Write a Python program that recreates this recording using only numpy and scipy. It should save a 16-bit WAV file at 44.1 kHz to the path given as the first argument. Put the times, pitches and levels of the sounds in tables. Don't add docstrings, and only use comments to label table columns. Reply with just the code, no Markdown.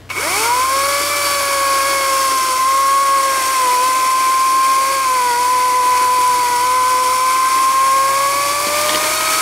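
import sys
import numpy as np
from scipy import signal
from scipy.fft import rfft, irfft, next_fast_len
from scipy.io import wavfile

SR = 44100
rng = np.random.default_rng(int(sys.argv[2]) if len(sys.argv) > 2 else 0)


def wav_out(sig):
    wavfile.write(sys.argv[1], SR, np.round(np.clip(np.atleast_2d(sig).T, -1, 1) * 32767).astype(np.int16))


N = 414981

# (frequency [Hz], width [Hz], level [dB])
HOUSING = [(599, 110, -11), (1029, 133, 0.5), (1223, 313, -3), (1503, 333, -6.5), (2035, 153, -5),
           (2248, 250, -4.5), (2557, 138, -8.5)]
# (frequency [Hz], width [Hz], level [dB])
SHELL_RING = (2240, 65, 6)


def saw():
    rate, turns, load, slack = chain()
    running = fade_in(.13, 0.058)
    tones = running * whine(rate, turns, slack)
    noise = cutting_noise(turns, load, slack, running)
    from_the_side = running * side_sound(turns, load, slack)
    return tones, noise, from_the_side


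def chain():
    # (time [s], rate [link strikes per s])
    speed = [(0.2, 567.4), (0.6, 560.8), (1.12, 582.9), (1.5, 558.1), (1.8, 545.1), (1.89, 554.4),
             (2.07, 541.8), (2.25, 537.5), (2.54, 512.5), (2.74, 540.4), (3.03, 550.7), (3.3, 540.3),
             (3.44, 523.9), (3.52, 530.3), (3.7, 497.4), (3.78, 500.7), (3.88, 515.8), (4.7, 528.9),
             (4.95, 540.6), (5.08, 518.5), (5.33, 480.5), (5.5, 504.5), (5.85, 501.1), (6.25, 502.1),
             (6.55, 488.3), (6.74, 508.1), (7.08, 507.1), (7.5, 523.1), (8.05, 540.0), (8.4, 563.8),
             (8.9, 605.1), (9.25, 633.2), (9.41, 637.2)]
    switch_on_s, run_up_s = .095, .21
    free_speed = 600
    links_in_loop = 62
    surge_share, surge_phase = 0.018, -0.5
    loaded, = in_time(speed)
    slack = np.exp(-np.maximum(np.arange(N) / SR - switch_on_s, 0) / run_up_s)
    load = np.maximum(free_speed - loaded, 0)
    rate = loaded * (1 - slack)
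    laps = np.cumsum(rate) / SR / links_in_loop
    rate = rate + surge_share * load * (1 - slack) * np.sin(2 * np.pi * laps + surge_phase)
    turns = np.cumsum(rate * (1 + 0.002 * drift(26.0))) / SR
    return rate, turns, load, slack


def whine(rate, turns, slack):
    # (frequency [Hz], level [dB])
    radiation = [(150, -51), (300, -31), (450, -24), (490, -32), (510, -29.5), (525, -43), (540, -27.5),
                 (560, -26), (580, -29.5), (597, -25), (640, -27.5), (760, -28), (900, -23.5), (970, -14),
                 (1050, -13.5), (1100, -15.5), (1150, -21.5), (1195, -18.5), (1245, -28), (1280, -26.5),
                 (1400, -17.5), (1480, -30), (1600, -28.5), (1660, -26), (1780, -34), (1850, -32),
                 (1920, -27.5), (2120, -35), (2200, -23.5), (2300, -21.5), (2380, -31.5), (2420, -75),
                 (2560, -16)]
    # (multiple of the link rate, level [dB], share of the balance swing, wander [dB])
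    partials = [(1, 0.5, -0.69, 1.), (2, 0.5, 0.95, .5), (3, -4.5, -0.69, 1.6), (4, -8.5, -1.1, 2)]
    # (time [s], level [dB])
    balance = [(.3, 1.5), (1.1, -5), (1.3, -1.5), (1.5, -4), (1.7, -1.5), (1.95, -4), (2.2, -2), (2.55, -3),
               (2.7, 1.5), (3.15, 2), (3.4, -5.5), (3.75, 0.5), (3.92, -2.5), (4.7, 1.5), (4.95, -2.5),
               (5.55, 0), (6.3, 0.2), (6.5, -2), (6.68, -0.5), (7.3, -2), (7.9, 1.5), (8.15, -0.5),
               (8.55, 1.5), (8.72, -4.5), (9.41, 7.5)]
    # (multiple of the link rate, level [dB])
    sprocket = [(.43, -67), (.53, -49)]
    slack_db, slack_flutter_db = -2, 10
    balance_db, = in_time(balance)
    stumble_db = -np.clip(3.2 * (drift(36) - 1.5), 0, 7)
    stumble_db = stumble_db + slack * (slack_db - slack_flutter_db * np.abs(drift(20.)))
    out = comb(turns, sprocket, wander_db=0.5)
    for k, db, share, wander_db in partials:
        level_db = at_hz(radiation, k * rate + 1) + db + share * balance_db + stumble_db
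        level_db = level_db + wander_db * drift(6.) + 0.47 * drift(63)
        phase = 2 * np.pi * k * turns + 0.018 * drift(58)
        out = out + np.sqrt(2) * amp(level_db) * np.sin(phase)
    return out


def cutting_noise(turns, load, slack, running):
    # (time [s], level [dB])
    rasp = [(.14, -35.5), (.21, -23.5), (.44, -20), (.51, -23.5), (1.25, -20.5), (1.6, -22.5), (2.4, -22),
            (2.7, -24), (3.16, -24.5), (3.47, -21.5), (3.96, -23.5), (5.35, -24.5), (7.5, -24),
            (8.25, -23.5), (8.66, -21.5), (9.0, -20.5), (9.41, -20)]
    # (frequency [Hz], level per Hz [dB])
    rumble_colour = [(88, -57), (150, -31), (210, -35), (280, -4.5), (362, -2.5), (448, -7), (480, -8),
                     (620, -16), (1060, -120)]
    clatter_db, clatter_follows = -25.5, 0.63
    rumble_db, rumble_follows = -39, 0.96
    slack_rattle_db = -16
    hiss_db, = in_time(rasp)
    swing_db = hiss_db - hiss_db.mean()
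    upper, faint = upper_partials(turns, running)
    links = grit(turns, pulsing=0.099, rough_db=1.0)

    clatter = rms_one(housing(grit(turns, pulsing=0.11, rough_db=1.0)))
    clatter = clatter + housing(amp(2.5) * upper + amp(5.0) * faint)
    hiss = chain_hiss(turns, links, upper, load, slack)
    rumble = rms_one(colour(grit(turns, pulsing=0.22, rough_db=-3.5), rumble_colour))
    ring_hz, ring_width_hz = SHELL_RING[:2]
    rattle = amp(4.0 * drift(30.)) * rms_one(resonance(links, ring_hz, ring_width_hz))
    rattle = amp(slack_rattle_db) * slack * (1 - slack) * rattle

    noise = amp(clatter_db + clatter_follows * swing_db) * clatter
    noise = noise + amp(hiss_db) * hiss
    noise = noise + amp(rumble_db + rumble_follows * swing_db) * rumble + rattle
    bite_db = 0.59 * drift(9.2)
    return fade_in(.098, 0.0015) * amp(bite_db) * noise


def upper_partials(turns, running):
    # (multiple of the link rate, level [dB])
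    upper = [(5, -2), (6, 2), (7, -4.5), (8, -8.5)]
    sprocket_teeth = 7
    jitter_turns = .011
    blurred = running * comb(turns + jitter_turns * drift(50), upper, wander_db=1.5)
    uneven_teeth = [(k / sprocket_teeth, -17) for k in range(10, 33) if k % sprocket_teeth]
    cutters = [(k + .5, -12) for k in range(1, 5)]
    faint = running * comb(turns, uneven_teeth + cutters, wander_db=1.5)
    return blurred, faint


def chain_hiss(turns, links, upper, load, slack):
    # (frequency [Hz], level per Hz [dB])
    slide_colour = [(1500, -17), (2600, -7.5), (2830, -6), (3100, -4.5), (4000, -6.5), (5000, -7),
                    (6200, -5), (7200, -4.5), (9300, -4.5), (11000, -6.5), (14000, -12.5), (16000, -25)]
    # (frequency [Hz], width [Hz], level [dB])
    bar = [(3230, 200, -4.5), (4280, 240, -3), (4600, 260, 2.5), (5425, 186, 3.5), (5940, 270, -3.5),
           (6520, 150, -2.5), (8610, 700, -2.5), (9880, 470, -0.5)]
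    free_singing_db, singing_db_per_load, slack_singing_db = -2.5, -.09, 5
    spray_hz, spray_db, spray_db_per_load = 8060, -8, -0.0727
    rivets = grit(turns, pulsing=0.13, rough_db=0.6)
    steel = rms_one(modes(rivets, bar, wander_db=1.2))
    hiss = rms_one(rms_one(colour(links, slide_colour)) + amp(-3.0) * steel)
    singing_db = free_singing_db + singing_db_per_load * load + slack_singing_db * slack + 3.4 * drift(20.0)
    singing = modes(upper, [SHELL_RING] + bar[2:3], wander_db=0.0)
    spray = signal.sosfilt(signal.butter(2, spray_hz, "high", fs=SR, output="sos"), rivets)
    return hiss + amp(singing_db) * singing + amp(spray_db + spray_db_per_load * load) * spray


def side_sound(turns, load, slack):
    # (frequency [Hz], level per Hz [dB])
    air_colour = [(30, -30), (70, -8), (150, 0.), (400, 1), (1000, -1), (1600, -28)]
    air_db = -50.5
    tone_db, tone_db_per_load = -43.5, -0.0742
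    tone = amp(tone_db + tone_db_per_load * load) * (1 - slack) ** 2 * -np.cos(2 * np.pi * turns)
    air = rms_one(colour(rng.standard_normal(N), air_colour))
    return tone + amp(air_db) * air


def grit(turns, pulsing, rough_db):
    swell = 1 + np.clip(pulsing, 0, 1) * np.cos(2 * np.pi * turns)
    return rng.standard_normal(N) * swell * amp(rough_db * drift(150))


def housing(x):
    return modes(x, HOUSING, wander_db=1.7)


def cracks():
    # (time [s], relative level [dB], treble tilt [dB per octave])
    breaks = [(8.669, -9, -1), (8.699, -15, -6), (8.893, -12.5, 2.5), (8.919, -22, -1), (8.947, -17, 3),
              (8.957, -9.5, 1), (9.039, -18, 3), (9.105, -17, -1), (9.208, -22.5, 5.5), (9.248, -18, -6)]
    # (frequency [Hz], level [dB], t60 [s])
    limb = [(196, -23, 0.058), (316, -6.5, 0.032), (520, 0, 0.009), (1000, -8, 0.006), (1870, 1, 0.0089),
            (2980, 7, 0.0029), (3820, -9, 0.0028), (5300, -24, 0.0019), (7000, -29, 0.0022)]
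    # (time [s], level [dB])
    splintering = [(8.6, -60), (8.68, -36), (8.8, -37), (8.93, -29), (9.05, -35), (9.41, -50)]
    decay_s, fibres_per_s = .0035, 450
    out, t = np.zeros(N), np.arange(900) / SR
    bursts = rng.standard_normal((len(breaks), 900)) * np.exp(-t / decay_s)
    tearing_db, = in_time(splintering)
    torn = rng.random(N) < fibres_per_s / SR
    strength = amp(4.4 * np.minimum(rng.exponential(1, N), 2.5))
    fibres = torn * strength * rng.choice([-1, 1], N)
    for hz, db, t60 in limb:
        blows = np.r_[fibres * amp(tearing_db + db), np.zeros(900)]
        for (s, level_db, treble_db), burst in zip(breaks, bursts):
            start = round(s * SR)
            burst_db = level_db + db - 22.5 + treble_db * np.log2(hz / 320)
            blows[start:start + 900] += burst * amp(burst_db)
        r, w = amp(-60 / (t60 * SR)), 2 * np.pi * hz / SR
        out += signal.lfilter([1, 0, -1], [1, -2 * r * np.cos(w), r * r], blows[:N] / 2 + 1e-18)
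    return out


def switch():
    # (time [s], level [dB])
    clunks = [(.092, -21), (0.101, -9), (.104, -16.5), (.113, -13)]
    decay_s, snap_db = 0.0081, -27
    knocks, t = np.zeros(SR // 4), np.arange(1500) / SR
    for (s, db), burst in zip(clunks, rng.standard_normal((len(clunks), 1500))):
        start = round(s * SR)
        knocks[start:start + 1500] += amp(db) * burst * np.exp(-t / decay_s)
    rung = sum(amp(db) * resonance(knocks, hz, width) for hz, width, db in HOUSING + [SHELL_RING])
    return np.r_[rung + amp(snap_db) * knocks, np.zeros(N - len(knocks))]


def trunks(x):
    t = np.arange(9000) / SR
    scatter = rng.standard_normal(9000) * np.exp(-t / .05)
    return signal.fftconvolve(x, scatter / np.sqrt(np.sum(scatter ** 2)))[:N]


def insect():
    # (nearest [s], wing beat there [Hz], level there [dB])
    passes = [(2.36, 424, -31), (3.9, 428, -35)]
    approach_db_per_s, leave_db_per_s, glide_hz_per_s = 75, 900, 70
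    out = 0
    for s, hz, db in passes:
        t = np.arange(N) / SR - s
        beat = 2 * np.pi * (hz * t + glide_hz_per_s * t * t / 2)
        level_db = db + np.minimum(approach_db_per_s * t, -leave_db_per_s * t)
        out = out + amp(level_db) * (np.sin(beat) + .35 * np.sin(2 * beat))
    return out


def engine():
    # (multiple, level [dB])
    orders = [(3, -26), (4, -4), (5, -10), (6, 4.5), (8, 1), (10, -24), (12, -10), (13, -26)]
    # (time [s], level of multiples up to 6 [dB], level of those above [dB])
    drone = [(0.0, -45, -44.5), (0.31, -46, -46.5), (0.9, -45.5, -53), (3.0, -53.5, -54), (4.6, -64, -51),
             (5.2, -55, -50), (6.9, -49, -50), (7.4, -60, -52.5), (8.15, -54, -45), (8.72, -48, -47.5),
             (9.41, -53, -48)]
    firing_hz = 15.6
    low_db, high_db = in_time(drone)
    firings = np.cumsum(firing_hz * (1 + 0.0032 * drift(2.3))) / SR
    out = 0
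    for k, db in orders:
        level_db = db + (low_db if k <= 6 else high_db) + 0.81 * drift(7.5)
        out = out + amp(level_db) * np.sin(2 * np.pi * (k * firings + rng.random()))
    return out


def woods():
    # (frequency [Hz], level per Hz [dB])
    background = [(25, -40), (40, -22), (55, 2.5), (110, -17), (160, -19), (250, 0), (500, -5), (2900, -17),
                  (15000, -33)]
    return amp(-44) * rms_one(colour(rng.standard_normal(N), background))


def amp(db):
    return np.exp(np.asarray(db) * (np.log(10) / 20))


def rms_one(x):
    return x / np.sqrt(np.mean(x ** 2) + 1e-20)


def in_time(rows):
    s, *columns = np.transpose(rows)
    return [np.interp(np.arange(N) / SR, s, c) for c in columns]


def at_hz(points, hz):
    table_hz, table_db = np.array(points).T
    return np.interp(np.log(hz), np.log(table_hz), table_db)


def fade_in(start_s, length_s):
    return np.clip((np.arange(N) / SR - start_s) / length_s, 0, 1)


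def colour(x, points):
    size = next_fast_len(N)
    hz = np.maximum(np.arange(size // 2 + 1) * SR / size, 1)
    return irfft(rfft(x, size) * amp(at_hz(points, hz)), size)[:N]


def drift(rate):
    r = np.exp(-80 * np.pi * rate / SR)
    slow = signal.lfilter([1], [1, -2 * r, r * r], rng.standard_normal(N // 40 + 3002))
    slow = slow[3000:]
    return np.interp(np.arange(N) / 40, np.arange(len(slow)), rms_one(slow - slow.mean()))


def resonance(x, hz, width_hz):
    r = np.exp(-np.pi * width_hz / SR)
    poles = [1, -2 * r * np.cos(2 * np.pi * hz / SR), r * r]
    return signal.lfilter([(1 - r * r) / 2, 0, (r * r - 1) / 2], poles, x)


def modes(x, table, wander_db):
    out = 0
    for k, (hz, width, db) in enumerate(table):
        out = out + (-1) ** k * amp(db + wander_db * drift(0.44)) * resonance(x, hz, width)
    return out


def comb(turns, orders, wander_db):
    out = 0
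    for k, db in orders:
        out = out + amp(db + wander_db * drift(4.6)) * np.sin(2 * np.pi * (k * turns + rng.random()))
    return out


def scene():
    # (frequency [Hz], level [dB])
    spread = [(60, -34), (130, -3.5), (250, -15.5), (600, -6), (1200, -10.5), (2050, -29), (2600, -8.5),
              (3600, -57), (4800, -9.5), (6500, -19), (9000, -14.5), (13000, -5)]
    far = engine() + woods()
    tones, rasp, from_the_side = saw()
    rasp = rasp + cracks() + switch()
    shifted = signal.hilbert(0.13 * tones + 0.15 * far, next_fast_len(N))[:N].imag
    side = colour(trunks(rasp), spread) + shifted + from_the_side
    ahead = (tones + rasp) * amp([[.35], [-.35]])
    distant = far * amp([[1.1], [-1.1]])
    return ahead + distant + side * [[1], [-1]] + insect() * [[1.3], [-.3]]


def record(dry):
    cut = signal.ellip(12, .3, 70, 15730, fs=SR, output="sos")
    return signal.sosfilt(cut, 0.88 * np.tanh(dry / 0.89))


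dry = scene()
out = record(dry)
wav_out(out)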